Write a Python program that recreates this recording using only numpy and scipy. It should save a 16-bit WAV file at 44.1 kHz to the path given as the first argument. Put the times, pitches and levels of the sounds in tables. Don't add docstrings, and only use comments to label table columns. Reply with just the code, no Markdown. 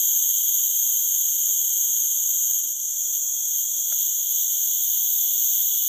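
import sys
import numpy as np
from scipy import signal
from scipy.fft import rfft, irfft, next_fast_len
from scipy.io import wavfile
from scipy.ndimage import uniform_filter1d, map_coordinates

SR = 44100
rng = np.random.default_rng(int(sys.argv[2]) if len(sys.argv) > 2 else 0)


def amplitude_ratio(level_db):
    exponent = np.asarray(level_db, float) / 20
    return 10 ** exponent


def waveform_to_disk(signal):
    frames = np.transpose(np.atleast_2d(signal))
    scaled = np.clip(frames, -1, 1) * 32767
    samples = np.round(scaled).astype(np.int16)
    wavfile.write(sys.argv[1], SR, samples)


N = 259308

# frequency in Hz, gain in dB per Hz.
BELLIES = [
    [(1530, -71), (2600, -26.5), (2700, -25), (2910, -14), (2990, -2), (3330, -1.5), (3840, -10.5),
     (4490, -31.5), (4770, -28), (5100, -28), (6630, -60), (11200, -120)],
    [(1530, -60), (2600, -25.5), (3180, -7.5), (3220, 6), (3330, 2), (3460, 4), (3810, -20.5),
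     (4070, -30.5), (4810, -24), (5100, -26), (6630, -51), (11200, -120)],
    [(1530, -66), (2600, -27), (2840, -29), (2930, -6), (3330, 3), (3420, 0), (3810, -5), (4260, -17.5),
     (4610, -22), (5100, -32.5), (6630, -67), (11200, -120)],
]
# frequency in Hz, gain in dB per Hz.
RINGS_FIRST = [
    [(8000, -2), (8400, -6), (8800, -3), (9200, -3), (9600, 0), (9900, -5), (10200, -8), (10600, -12),
     (11000, -15), (11300, -14)],
    [(10800, -28), (11200, -30), (11500, -27), (11800, -22), (12100, -13), (12400, -6), (12600, -1),
     (12850, 0), (13100, -1), (13300, -7), (13550, -9), (13800, -11), (14000, -14)],
    [(13600, -3), (13900, -6), (14200, -5), (14500, -3), (14800, -4), (15100, -3), (15350, 0), (15500, -1)],
]
RINGS_SECOND = [
    [(8000, 0), (8400, -7), (8800, -8), (9200, -3), (9600, -7), (9900, -9), (10200, -14), (10600, -16),
     (11000, -17), (11300, -14)],
    [(10800, -26), (11200, -26), (11500, -17), (11800, -15), (12100, -11), (12400, -9), (12600, -6),
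     (12850, -3), (13100, 0), (13300, -2), (13550, -8), (13800, -13), (14000, -12)],
    [(13600, -4), (13900, -7), (14200, -4), (14500, -3), (14800, 0), (15100, -1), (15350, 0), (15500, -3)],
]
RINGS_THIRD = [
    [(8000, 0), (8400, -6), (8800, -5), (9200, -3), (9600, -1), (9900, -1), (10200, -10), (10600, -9),
     (11000, -13), (11300, -13)],
    [(10800, -30), (11200, -32), (11500, -29), (11800, -26), (12100, -19), (12400, -15), (12600, -5),
     (12850, -3), (13100, 0), (13300, -5), (13550, -7), (13800, -10), (14000, -12)],
    [(13600, -3), (13900, -7), (14200, -5), (14500, -2), (14800, 0), (15100, -7), (15350, -5), (15500, -6)],
]
RINGS = [RINGS_FIRST, RINGS_SECOND, RINGS_THIRD]
EDGES_HZ = (8300, 11000, 13800, 17000)
# frequency in Hz, width in Hz, height over the colour in dB.
LINES_OF = [
    [(3100, 25, 4), (3240, 20, 4), (3330, 30, 5), (8800, 22, 9), (9165, 25, 5), (9630, 30, 6),
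     (12550, 25, 5), (12750, 25, 4), (12865, 20, 4), (12960, 30, 6), (13180, 25, 5), (15417, 25, 8)],
    [(3310, 40, 5), (9200, 60, 4), (11600, 200, 3), (12230, 40, 3), (13100, 80, 3), (15417, 25, 6)],
    [(3025, 25, 4), (3316, 25, 6), (3552, 25, 4), (4200, 60, 3), (9830, 60, 8), (12230, 30, 7),
     (12660, 25, 6), (13070, 40, 6), (14350, 30, 4), (14825, 25, 5), (15417, 25, 7)],
]
# clicks per second, throbs per second, throb depth in dB, left-right unevenness in dB.
BEATS = [
    (187.6, 27, 1, -1.2),
    (226.7, 36, 1.1, 1),
    (238.8, 21, 0, 0.45),
]
# belly, third ring, fourth ring and top ring, all in dB.
VOICES = [
    (-43, -41.5, -26, -30),
    (-48.5, -47, -35, -36),
    (-39.5, -40.5, -25, -26.5),
]
# start in seconds, end in seconds, level at start and at end in dB.
PHRASES = [
    [(-.2, 2.56, 1.6, -1.6), (2.56, 2.81, -0.8, -3)],
    [(-.2, 2.6, -3, -11), (2.6, 2.99, -5, -1.5), (2.99, 3.93, 1, 1)],
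    [(-.2, 2.6, -6, -13), (2.79, 3.3, -12, -13), (3.3, 3.9, -13, -6), (3.9, 5.05, -4.5, 0),
     (5.05, 6.2, 0, 0)],
]
# peak in seconds, build-up in seconds, level in dB.
SURGES = [
    [(3.17, 0.028, 0.5), (3.61, 0.066, 1), (4.02, 0.063, -3)],
    [(3.14, 0.045, -6), (3.5, .06, -8)],
    [(3.15, 0.036, -8), (3.49, .05, -15), (4.055, 0.093, -2.5), (4.42, 0.11, -0.5)],
]
SURGE_RINGS_DB = (-3, -7, -2.5, -3)
RINGS_FOLLOW = (0.96, 0.68, 1.03, 1.8)


def singers():
    out = np.zeros(N)
    gains = [stutter(), 1, 1]
    insects = zip(VOICES, PHRASES, SURGES, gains, BEATS, BELLIES, RINGS, LINES_OF)
    for voice, phrases, surges, gain, beat, belly, rings, lines in insects:
        drive = foliage(tymbals(*beat), wet_db=-10, t60=.15)
        upper = [ring(points, low, high, lines) for points, low, high in zip(rings, EDGES_HZ, EDGES_HZ[1:])]
        bands = filtered(drive, ring(belly, 2530, 5400, lines), *upper)
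        held_power = held(phrases) ** np.reshape(RINGS_FOLLOW, (-1, 1))
        surge_power = np.outer(amplitude_ratio(SURGE_RINGS_DB) ** 2, surging(surges))
        level = amplitude_ratio(voice)[:, None] * np.sqrt(held_power + surge_power)
        out += gain * np.sum(level * bands, axis=0)
    return out


def tymbals(rate, throb, throb_db, uneven_db, drift=.012, sharp=0.4, clean=0.06):
    wander = wobble(5)
    cycle = np.cumsum(rate * (1 + drift * wander)) / SR
    clicks = np.diff(np.floor(cycle), prepend=0) * np.sqrt(SR / rate)
    rattle = rng.standard_normal(N) * np.exp(sharp * (.5 - cycle % 1))
    beat = np.cumsum(throb * (1 + 0.055 * wander)) / SR
    side = np.sign(cycle % 2 - 1)
    strength_db = uneven_db * side + throb_db * np.sin(2 * np.pi * beat)
    return (clean * clicks + rattle) * amplitude_ratio(strength_db)


def held(phrases):
    t = np.arange(N) / SR
    edge_s = 0.018
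    power = np.zeros(N)
    for start, end, start_db, end_db in phrases:
        level_db = np.interp(t, (start, end), (start_db, end_db))
        power += amplitude_ratio(2 * level_db) * step(t, start, edge_s) * (1 - step(t, end, edge_s))
    return power


def surging(surges):
    t = np.arange(N) / SR
    power = np.zeros(N)
    for peak, rise, db in surges:
        width = rise * np.where(t > peak, 0.24, 1)
        power += amplitude_ratio(2 * db) * np.exp(-((t - peak) / width) ** 2)
    return power


# start in seconds, bursts per second, depth in dB, time of a burst in seconds.
STUTTER = (2.595, 25, 3.1, 2.642)


def stutter():
    t = np.arange(N) / SR
    start, rate, depth_db, peak = STUTTER
    song_end = PHRASES[0][-1][1]
    dip_db = depth_db * (np.cos(2 * np.pi * rate * (t - peak)) - 1)
    return amplitude_ratio(dip_db * step(t, start, 0.0092) * (t < song_end + .1))


# frequency in Hz, gain in dB per Hz.
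DRONE = [(3030, -70), (5150, -44.5), (5820, -15), (6190, -2), (6470, 1.5), (7310, -3), (8390, -21.5),
         (9000, -32), (11700, -50), (19800, -120)]
# centre in seconds, half width in seconds, depth in dB.
LULLS = [(2.63, 0.024, -2), (3.85, .05, -0.1), (4.25, .035, -1.5), (5.9, 0.018, -3)]


def chorus(count=4):
    crowd = np.zeros(N)
    for rate, throb in rng.uniform((150, 15), (260, 35), (count, 2)):
        crowd += tymbals(rate, throb, 0.75, 1.0, clean=0.044)
    far = foliage(crowd, wet_db=-13.0, t60=0.041)
    drone, deeper = filtered(far, ring(DRONE, 5170, EDGES_HZ[0]), ring(DRONE, 5190, 6010))
    thins = step(np.arange(N) / SR, 2.59, .03)
    level_db = -24 - 1.98 * thins + bumps(LULLS) + 0.46 * wobble(8)
    return amplitude_ratio(level_db) * (drone + thins * amplitude_ratio(-24) * deeper)


# start in seconds, peak in dB, frequency in Hz, 60 dB decay in seconds.
DRIPS = [(.145, -62, 1180, .04), (.16, -55, 590, .07), (.235, -54, 1850, .1), (.42, -52, 580, .07),
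         (.44, -60, 1450, .06), (.49, -56, 570, .06), (.745, -56, 640, .06), (2.648, -52, 300, .04),
         (2.66, -51, 220, .05), (2.658, -55, 1000, .06), (2.68, -59, 1020, .05), (2.815, -55, 220, .04),
         (3.778, -56, 330, .08), (3.797, -54, 340, .06), (3.9, -59, 170, .05), (3.931, -52, 430, .03),
         (3.942, -53, 280, .035), (4.13, -62, 1400, .04), (4.914, -44, 4450, .02), (4.914, -44, 4850, .02),
         (4.914, -43, 5250, .02), (4.914, -61, 1500, .03)]
# start in seconds, peak in dB.
TICKS = [
    (3.922, -29),
    (3.936, -65),
]
# frequency in Hz, level in dB, 60 dB decay in seconds.
TWIG = [(200, -15, .04), (660, -3, .026), (1390, 0, .023), (1560, -1, .02), (2100, -2, .013),
        (4700, -4, .012)]


def small_sounds():
    track = np.zeros(N + SR)
    for s, db, hz, t60 in DRIPS:
        add_mode(track, s, db, hz, t60, attack=t60 / 20)
    for s, db in TICKS:
        for hz, level_db, t60 in TWIG:
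            add_mode(track, s, db + level_db - 2, hz, t60, attack=0.0019)
    return track[:N]


def add_mode(track, s, db, hz, t60, attack):
    t = np.arange(SR // 8) / SR
    envelope = amplitude_ratio(db - 60 * t / t60) * (1 - np.exp(-t / attack))
    track[round(s * SR):][:len(t)] += envelope * np.sin(2 * np.pi * hz * t)


# frequency in Hz, gain in dB per Hz.
HISS = [(12, -27), (20, 16), (22, -15), (138, -4), (266, -8.5), (306, -9.5), (706, -11), (1110, -13),
        (2160, -12), (2600, 3.5), (3380, -36), (5720, -120)]


def hiss():
    colour = HISS[:-3] + [(2450, -11), (2620, -17), (3500, -15), (6000, -15), (16000, -30)]
    bed, = filtered(rng.standard_normal(N), lambda hz: along(colour, hz))
    uneven = rng.standard_normal(N) * amplitude_ratio(2 * wobble(9.6))
    lumps, = filtered(uneven, ring([(100, 0)], 80, 340))
    floor_db = -64.5 - .15 * np.arange(N) / SR
    return amplitude_ratio(floor_db) * (bed + amplitude_ratio(-14) * lumps)


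def foliage(x, wet_db, t60):
    t = np.arange(SR // 5) / SR
    tail = rng.standard_normal(len(t)) * amplitude_ratio(-60 * t / t60)
    return x + amplitude_ratio(wet_db) * signal.fftconvolve(x, tail / np.linalg.norm(tail))[:N]


def ring(points, low, high, lines=()):
    def response(hz):
        sharp_db = sum(db / (1 + ((hz - centre) / width) ** 2) for centre, width, db in lines)
        band = step(hz, low, 150) * (1 - step(hz, high, 150))
        return along(points, hz) * amplitude_ratio(sharp_db) * band
    return response


def filtered(x, *responses):
    m = next_fast_len(N + 8192)
    spectrum, hz = rfft(x, m), np.fft.rfftfreq(m, 1 / SR)
    return [unit(irfft(spectrum * response(hz), m)[:N]) for response in responses]


def unit(x):
    return x / np.sqrt(np.mean(x ** 2) + 1e-20)


def along(points, hz):
    f, db = np.transpose(points)
    return amplitude_ratio(np.interp(np.log(hz + 1), np.log(f + 1), db))


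def wobble(rate):
    knots = rng.standard_normal(int(N * rate / SR) + 4)
    return map_coordinates(knots, [np.arange(N) * rate / SR])


def step(v, edge, width):
    return .5 + .5 * np.tanh((v - edge) / width)


def bumps(rows):
    t = np.arange(N) / SR
    return sum(size * np.exp(-((t - s) / width) ** 2) for s, width, size in rows)


def scene():
    return np.tile(singers() + chorus() + hiss() + small_sounds(), (2, 1))


# frequency in Hz, level in dB per bin.
MASKED = [(400, -113), (900, -98), (2200, -96.5), (2620, -90.5), (3000, -93), (4500, -91), (4850, -88.5),
          (5150, -88), (6000, -103)]


def without_masked(x):
    hz, _, z = signal.stft(x, SR, nperseg=2048)
    power = uniform_filter1d(uniform_filter1d(np.abs(z) ** 2, size=3, axis=0), size=2, axis=1)
    frame = np.minimum(np.arange(z.shape[1]), N // 1024)
    demand = amplitude_ratio(2.2 * wobble(12)[::1024][frame])
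    log_power = np.log(power + 1e-20)
    usual = np.exp(uniform_filter1d(uniform_filter1d(log_power, size=15, axis=0), size=31, axis=1))
    follows = (usual / np.median(usual, axis=1, keepdims=True).clip(1e-20)) ** .9
    threshold = follows * (along(MASKED, hz)[:, None] * demand) ** 2
    kept = np.where(power > threshold, 1, .03) * (hz < 15490)[:, None]
    return signal.istft(z * kept, SR, nperseg=2048)[1][:N]


def band_limit(x):
    return signal.sosfilt(signal.butter(12, 15650, fs=SR, output="sos"), x)


def record(dry):
    duck = amplitude_ratio(bumps([(2.76, 0.048, -3.5)]))
    mix = np.tile(duck * without_masked(dry[0]), (2, 1))
    return band_limit(mix)


dry = scene()
out = record(dry)
waveform_to_disk(out)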